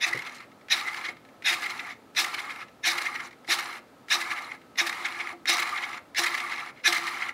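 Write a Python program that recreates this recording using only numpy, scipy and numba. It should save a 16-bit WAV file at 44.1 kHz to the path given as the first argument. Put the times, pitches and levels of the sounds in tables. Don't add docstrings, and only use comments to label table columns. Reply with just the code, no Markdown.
import sys
import numpy as np
from scipy import signal
from scipy.fft import rfft, irfft
from scipy.io import wavfile
from scipy.ndimage import uniform_filter1d
from numba import njit

SR = 44100
rng = np.random.default_rng(int(sys.argv[2]) if len(sys.argv) > 2 else 0)


def master(y):
    cut = np.clip(np.atleast_2d(y).T, -1, 1)
    pcm = np.round(cut * 32767)
    wavfile.write(sys.argv[1], SR, pcm.astype(np.int16))


N = 323253
TIME = np.arange(N) / SR

# (peak time [s], rasp [dB], rise [s], fall [s], crunch delay [s], crunch [dB], crunch half length [s])
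SQUEEZES = [(0.046, -21, 0.022, 0.0061, 0.002, -47, 0.0056),
            (0.722, -19, 0.012, 0.019, 0.0085, -35, 0.0081), (1.477, -20, 0.018, 0.027, 0.013, -34, 0.016),
            (2.178, -21.5, 0.01, 0.031, 0.023, -30.5, 0.019),
            (2.863, -21, 0.015, 0.037, 0.014, -29.5, 0.011),
            (3.519, -19.5, 0.017, 0.015, 0.006, -32.5, 0.021),
            (4.118, -19, 0.0097, 0.026, 0.013, -33, 0.017), (4.794, -18.5, 0.01, 0.015, 0.022, -46, 0.018),
            (5.485, -21.5, 0.0092, 0.044, 0.014, -28, 0.01),
            (6.185, -21.5, 0.015, 0.017, 0.0068, -30.5, 0.0097),
            (6.867, -18, 0.014, 0.018, 0.012, -29.5, 0.01)]
# (start [s], end [s], rattle [dB], chatter [dB], grit [dB], fade [dB/s])
LEVER_RETURNS = [(0.065, 0.45, -41.5, -36.5, -54, 34), (0.746, 1.119, -42, -40.5, -52, 5),
                 (1.51, 1.928, -40.5, -40, -49.5, 13), (2.224, 2.644, -38.5, -40.5, -49, 21),
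                 (2.914, 3.286, -36.5, -37.5, -48.5, 25), (3.53, 3.79, -38.5, -37, -48, 23),
                 (4.158, 4.563, -36, -39, -49, 27.5), (4.813, 5.333, -39.5, -38.5, -50, 5.5),
                 (5.542, 5.99, -34.5, -34.5, -46.5, 20.5), (6.22, 6.707, -36, -34.5, -46.5, 17),
                 (6.905, 7.306, -38, -35.5, -47.5, 6)]
# (time [s], level [dB], half length [s])
CATCHES = [(0.085, -30.5, 0.009), (0.134, -28, 0.0029), (0.177, -32.5, 0.0033), (0.223, -30.5, .002),
           (0.252, -35, 0.0018), (0.27, -32, 0.0085), (0.408, -40.5, .005), (0.775, -31.5, 0.015),
           (0.801, -33, 0.011), (0.882, -31, 0.0087), (0.946, -28.5, .0022), (0.971, -35.5, 0.013),
           (1.056, -27, 0.011), (1.091, -30.5, 0.0055), (1.535, -24.5, 0.011), (1.634, -29, 0.012),
           (1.662, -27.5, 0.0062), (1.703, -26.5, 0.0063), (1.8, -29, 0.0063), (1.907, -37.5, 0.02),
           (2.246, -26, 0.0044), (2.346, -25.5, 0.0046), (2.391, -29, 0.01), (2.509, -31.5, 0.012),
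           (2.617, -38, 0.013), (2.917, -29, .006), (2.934, -31, .003), (2.985, -24.5, 0.0057),
           (3.019, -28, 0.0059), (3.062, -27.6, .013), (3.157, -30, 0.0076), (3.204, -31, 0.0052),
           (3.592, -26.5, 0.0073), (4.215, -28.5, 0.011), (4.316, -27.5, 0.011), (4.377, -34, 0.015),
           (4.519, -35.5, .005), (4.873, -25, 0.0077), (4.897, -25, 0.0035), (4.93, -30.5, 0.0039),
           (5.059, -23.5, 0.0085), (5.207, -27.5, 0.0074), (5.293, -29.5, 0.0022), (5.583, -24.5, 0.0032),
           (5.6, -24, 0.0064), (5.626, -25.5, 0.0068), (5.779, -28.5, 0.0098), (5.833, -28.5, 0.011),
           (5.941, -35, 0.01), (5.979, -35, .0037), (6.241, -23, 0.0062), (6.267, -23.5, 0.007),
           (6.348, -25, 0.0063), (6.381, -27, 0.0055), (6.404, -28.5, 0.0036), (6.527, -28, 0.014),
           (6.597, -32.5, 0.014), (6.786, -49, .02), (6.93, -20.5, 0.0047), (6.949, -27.5, 0.012),
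           (6.971, -26, 0.0081), (7.079, -26.5, 0.0086), (7.228, -29, 0.012), (7.293, -29.5, 0.0043)]
# (time [s], level [dB])
SLACK_TICKS = [(0.516, -47.5), (0.612, -47), (0.6842, -34), (1.1672, -42), (1.25, -45), (1.2881, -46),
               (1.4226, -34.5), (2.1493, -33), (2.6826, -42.5), (3.3093, -41), (3.3274, -43),
               (3.4463, -43.5), (3.4774, -32), (4.0838, -32), (4.6149, -45.5), (4.7564, -38), (5.456, -23),
               (6.1473, -29)]
# (time [s], level [dB])
STOP_KNOCKS = [(0.066, -39), (1.085, -48), (1.51, -39.5), (2.21, -42), (2.875, -37), (3.487, -36.5),
               (4.135, -45), (4.814, -35), (5.328, -40), (5.495, -33.5), (6.193, -32), (6.879, -32.5),
               (6.982, -38.5)]
# (time [s], level [dB])
HAND_BUMPS = [(0.147, -33.5), (1.088, -47)]
# (time [s], level [dB], half length [s], pitch [Hz])
PAWL_CHIRPS = [(0.134, -22.5, 0.0043, 1930), (0.876, -29.5, 0.014, 2050), (3.068, -25.5, 0.0048, 2100),
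               (4.446, -44.5, 0.0042, 4000), (5.735, -32, 0.01, 1190), (6.445, -31.5, 0.0079, 1160)]
# (time [s], level [dB], half length [s])
GUIDE_RUBS = [(0.356, -48.5, 0.021), (0.984, -52, 0.017), (2.59, -60, 0.0088), (3.252, -51, 0.02),
              (4.43, -51, 0.018)]
# (frequency [Hz], level [dB], t60 [s])
CASE_MODES = [(340, -4.5, 0.37), (712, -2, 0.19), (800, 0, 0.066)]
SPRING_MODES = [(7360, -8, 0.074), (9250, -4.5, 0.016), (10500, -5.5, 0.033), (10750, -7.5, 0.028),
                (11960, -11, .02)]
# (frequency [Hz], width [Hz], lift [dB])
HOUSING = [(347, 43, 17), (714, 25, 7.5), (823, 25, 8), (1187, 51, 5.5), (1343, 144, 5), (1698, 45, 6),
           (2130, 130, 5), (2570, 90, -2.5), (3750, 28, 4.5), (3950, 70, -0.5), (4097, 290, 5),
           (5020, 120, 4.5), (5880, 65, 5), (7180, 90, 5.5), (10900, 260, 1)]
ROOM_DRONES = [(236, 36, -0.5), (1292, 79, 10.5)]
# (frequency [Hz], level [dB])
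RASP_EQ = [(40, -77), (300, -37.5), (750, -19), (1400, -15), (1750, -1), (2050, -1.5), (2600, -1),
           (3120, -13.5), (3750, 0), (4600, -19.5), (5300, -6), (6100, -11.5), (8000, -32), (11000, -23),
           (15500, -47)]
RATTLE_EQ = [(40, -43), (120, -33.5), (250, -17), (560, -20.5), (760, -5.5), (980, -3.5), (1230, 0.5),
             (1500, -8.5), (2200, -4), (4000, -37), (15500, -75)]
CHATTER_EQ = [(40, -90), (1000, -16.5), (1500, -8), (1850, 0), (2170, 2), (2600, -5.5), (3200, -11.5),
              (3950, -13), (4800, -19.5), (5800, -19.5), (8000, -30), (15500, -43.5)]
GRIT_EQ = [(40, -66), (200, -19.5), (800, 1.5), (2500, 6), (4500, 7.5), (7000, 0), (9500, -1),
           (12000, -5.5), (15500, -10.5)]
BUMP_EQ = [(30, -50), (80, -29), (130, -2.5), (250, -9.5), (470, -1.5), (650, -16), (2000, -28),
           (15500, -67)]
RUB_EQ = [(40, -60), (1500, -16), (3200, -2), (5800, -0.5), (7500, -5), (11000, -13), (15500, -22)]
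ROOM_TONE_EQ = [(20, -37), (45, -22), (80, -14), (125, -6.5), (180, -8.5), (260, 0), (360, -7.5), (480, -6),
                (780, -9), (1050, -12.5), (1270, -15), (1710, -17), (3170, -25), (4150, -25), (5430, -30),
                (15500, -38)]


def from_db(db):
    return 10 ** (np.asarray(db) / 20)


def unit_rms(x):
    return x / np.sqrt(np.mean(x ** 2) + 1e-20)


def decay_per_sample(t60):
    return from_db(-60 / (t60 * SR))


def mode_poles(hz, t60):
    decay = decay_per_sample(t60)
    return [1, -2 * decay * np.cos(2 * np.pi * hz / SR), decay * decay]


def colour(x, spectrum, resonances=(), size=8192):
    hz = np.maximum(np.arange(size // 2 + 1) * SR / size, 1)
    points_hz, points_db = np.transpose(spectrum)
    db = np.interp(np.log(hz), np.log(points_hz), points_db)
    for centre, width, lift in resonances:
        db += lift / (1 + (2 * (hz - centre) / width) ** 2)
    cepstrum = irfft(np.log(from_db(db)))
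    cepstrum[1:size // 2] *= 2
    cepstrum[size // 2 + 1:] = 0
    response = irfft(np.exp(rfft(cepstrum)))
    return signal.fftconvolve(x, response / np.linalg.norm(response))[:N]


@njit
def pings(onsets, sizes, radians_per_sample, decay, length):
    out = np.zeros(N)
    for k, onset in enumerate(onsets):
        swing = sizes[k] + 0j
        step = decay * np.exp(1j * radians_per_sample[k])
        for i in range(onset, min(onset + length, N)):
            out[i] += swing.imag
            swing *= step
    return out


def impacts(per_s, spread_db, t60, snap):
    draws = rng.random((N // 4, 4))
    onsets = (np.cumsum(2 * draws[:, 0]) * SR / per_s).astype(int)
    _, strength, polarity, pitch = draws[onsets < N].T
    onsets = onsets[onsets < N]
    sizes = from_db(spread_db * np.minimum(-np.log(strength), 4)) * np.sign(polarity - 0.5)
    hz = 500 * 31 ** pitch
    rings = pings(onsets, sizes * np.sqrt(hz), 2 * np.pi * hz / SR, decay_per_sample(t60), int(t60 * SR))
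    snap_power = uniform_filter1d(np.bincount(onsets, sizes ** 2, N), size=40)
    snaps = np.sqrt(np.abs(snap_power)) * rng.standard_normal(N)
    return unit_rms(unit_rms(rings) + snap * unit_rms(snaps))


def swells(rows):
    power = np.zeros(N)
    for at, db, rise, fall in rows:
        near = slice(*np.searchsorted(TIME, [at - 4 * rise, at + 4 * fall]))
        lag = TIME[near] - at
        power[near] += from_db(db) ** 2 * np.exp(-(lag / np.where(lag < 0, rise, fall)) ** 2)
    return np.sqrt(power)


def blows(rows):
    times, db = np.transpose(rows)
    return np.bincount((times * SR).astype(int), from_db(db), N) + 1e-18


def puffs(rows, t60):
    envelope = signal.lfilter([1], [1, -decay_per_sample(t60)], blows(rows))
    return envelope * rng.standard_normal(N)


def drift(samples):
    return unit_rms(uniform_filter1d(rng.standard_normal(N), size=samples))


def room_tone(level_db=-54):
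    return from_db(level_db) * colour(rng.standard_normal(N), ROOM_TONE_EQ, ROOM_DRONES)


def gear_rasp(rasp_db=-2.5, crunch_db=4, friction=0.025):
    force = swells([row[:4] for row in SQUEEZES])
    force *= np.tanh(force / friction)
    late_force = swells([(at + delay, db, half, half) for at, _, _, _, delay, db, half in SQUEEZES])
    teeth = force * impacts(per_s=4000, spread_db=1.6, t60=0.053, snap=0.41)
    crunch = late_force * impacts(per_s=3000, spread_db=3.5, t60=0.009, snap=4.0)
    return (from_db(rasp_db) * colour(teeth, RASP_EQ, HOUSING)
            + from_db(crunch_db) * colour(crunch, GRIT_EQ, HOUSING))


def flywheel(level_db=-53, octave_db=3, full_speed_hz=742.5, spin_up_s=0.033, coast_s=0.32, wobble=0.0251):
    speed = np.zeros(N)
    for at, *_ in SQUEEZES:
        spin_up = np.clip(1 + (TIME - at) / spin_up_s, 0, 1)
        coast = np.exp(-np.maximum(TIME - at, 0) / coast_s)
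        speed = np.maximum(speed, spin_up * coast)
    hz = full_speed_hz * speed * (1 + wobble * drift(400))
    phase = 2 * np.pi * np.cumsum(hz) / SR
    return from_db(level_db) * speed ** 2 * (np.sin(phase) + from_db(octave_db) * np.sin(2 * phase))


def return_forces(edge_s=0.016, jolt_s=0.018, grit_fade_db_per_s=24):
    forces = np.zeros((3, N))
    for start, end, rattle_db, chatter_db, grit_db, fade in LEVER_RETURNS:
        lag = np.maximum(TIME - start, 0)
        moving = np.interp(TIME, [start - 3 * edge_s, start, end - edge_s, end + edge_s], [0, 1, 1, 0])
        jolt = np.exp(-lag / jolt_s)
        levels_db = np.array([rattle_db + 2 * jolt,
                              chatter_db - 2.5 * jolt,
                              grit_db + 7 * jolt - grit_fade_db_per_s * lag])
        forces += moving * from_db(levels_db - fade * lag)
    return forces


def catch_forces(grit_db=-11.5, dulling_db_per_s=62):
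    starts = np.array(LEVER_RETURNS)[:, 0]
    chatter, grit = [], []
    for at, db, half in CATCHES:
        lag = at - starts[max(np.searchsorted(starts, at) - 1, 0)]
        chatter.append((at, db, half, half))
        grit.append((at, db + grit_db - dulling_db_per_s * lag, half, half))
    return swells(chatter), swells(grit)


def snags(per_s=13, level_db=6, half_s=0.0021):
    times = rng.uniform(0, N / SR, int(per_s * N / SR))
    return np.hypot(1, swells([(at, level_db, half_s, half_s) for at in times]))


def ratchet_return(rattle_db=0.5, chatter_db=-2.5, grit_db=6.5, catch_db=-0.5):
    rattle_force, chatter_force, grit_force = return_forces()
    catch_chatter, catch_grit = catch_forces()
    rattle = rattle_force * impacts(per_s=2000, spread_db=2.0, t60=0.048, snap=0.86)
    pawl = impacts(per_s=2400, spread_db=1.4, t60=0.026, snap=0.7)
    dry_ticks = impacts(per_s=1800, spread_db=2.2, t60=0.022, snap=1.5)
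    snag_gain = snags()
    chatter = np.hypot(snag_gain * chatter_force, from_db(catch_db) * catch_chatter) * pawl
    grit = np.hypot(snag_gain * grit_force, catch_grit) * dry_ticks
    return (from_db(rattle_db) * colour(rattle, RATTLE_EQ, HOUSING)
            + from_db(chatter_db) * colour(chatter, CHATTER_EQ, HOUSING)
            + from_db(grit_db) * colour(grit, GRIT_EQ, HOUSING))


def spring_ring(level_db=-22):
    rattle_force, _, _ = return_forces()
    shaking = rattle_force * rng.standard_normal(N) + 1e-18
    out = np.zeros(N)
    for hz, db, t60 in SPRING_MODES:
        unit_energy = np.sqrt((1 - decay_per_sample(t60) ** 2) / 2)
        out += from_db(db) * unit_energy * signal.lfilter([1, 0, -1], mode_poles(hz, t60), shaking)
    return from_db(level_db) * out


def linkage(tick_db=-4, click_db=-24, bump_db=0.5, thud_db=-17):
    ticks = puffs(SLACK_TICKS, t60=0.047)
    bumps = from_db(bump_db) * puffs(HAND_BUMPS, t60=0.12)
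    thuds = from_db(thud_db) * puffs(STOP_KNOCKS, t60=0.1)
    out = from_db(tick_db) * colour(ticks, CHATTER_EQ, HOUSING)
    out += from_db(click_db) * colour(ticks, GRIT_EQ)
    out += colour(bumps + thuds, BUMP_EQ)
    knocks = blows(STOP_KNOCKS)
    for hz, db, t60 in CASE_MODES:
        out += from_db(db) * signal.lfilter([0.5, 0, -0.5], mode_poles(hz, t60), knocks)
    return out


def pawl_chirps(waver=0.039):
    out = np.zeros(N)
    wavering_time = np.cumsum(1 + waver * drift(120)) / SR
    for at, db, half, hz in PAWL_CHIRPS:
        out += swells([(at, db, half, half)]) * np.sqrt(2) * np.sin(2 * np.pi * hz * wavering_time)
    return out


def guide_rubs():
    force = swells([(at, db, half, half) for at, db, half in GUIDE_RUBS])
    return colour(force * impacts(per_s=3100, spread_db=6.5, t60=0.018, snap=1.0), RUB_EQ, HOUSING)


def room_tail(x, level_db=-11, t60=0.28, wall_hz=3500, first_echo_s=0.00577):
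    t = TIME[:SR]
    tail = rng.standard_normal(SR) * from_db(-60 * t / t60) * (t > first_echo_s)
    echoes = signal.fftconvolve(x, tail / np.linalg.norm(tail))[:N]
    walls = signal.butter(1, wall_hz, fs=SR, output="sos")
    return from_db(level_db) * signal.sosfilt(walls, echoes)


def scene():
    mechanism = gear_rasp() + ratchet_return() + pawl_chirps() + linkage()
    mechanism += flywheel() + guide_rubs() + spring_ring()
    return (mechanism + room_tail(mechanism) + room_tone())[None]


def record(dry):
    high_cut = signal.ellip(12, 0.2, 80, 15750, fs=SR, output="sos")
    return signal.sosfilt(high_cut, dry)


dry = scene()
out = record(dry)
master(out)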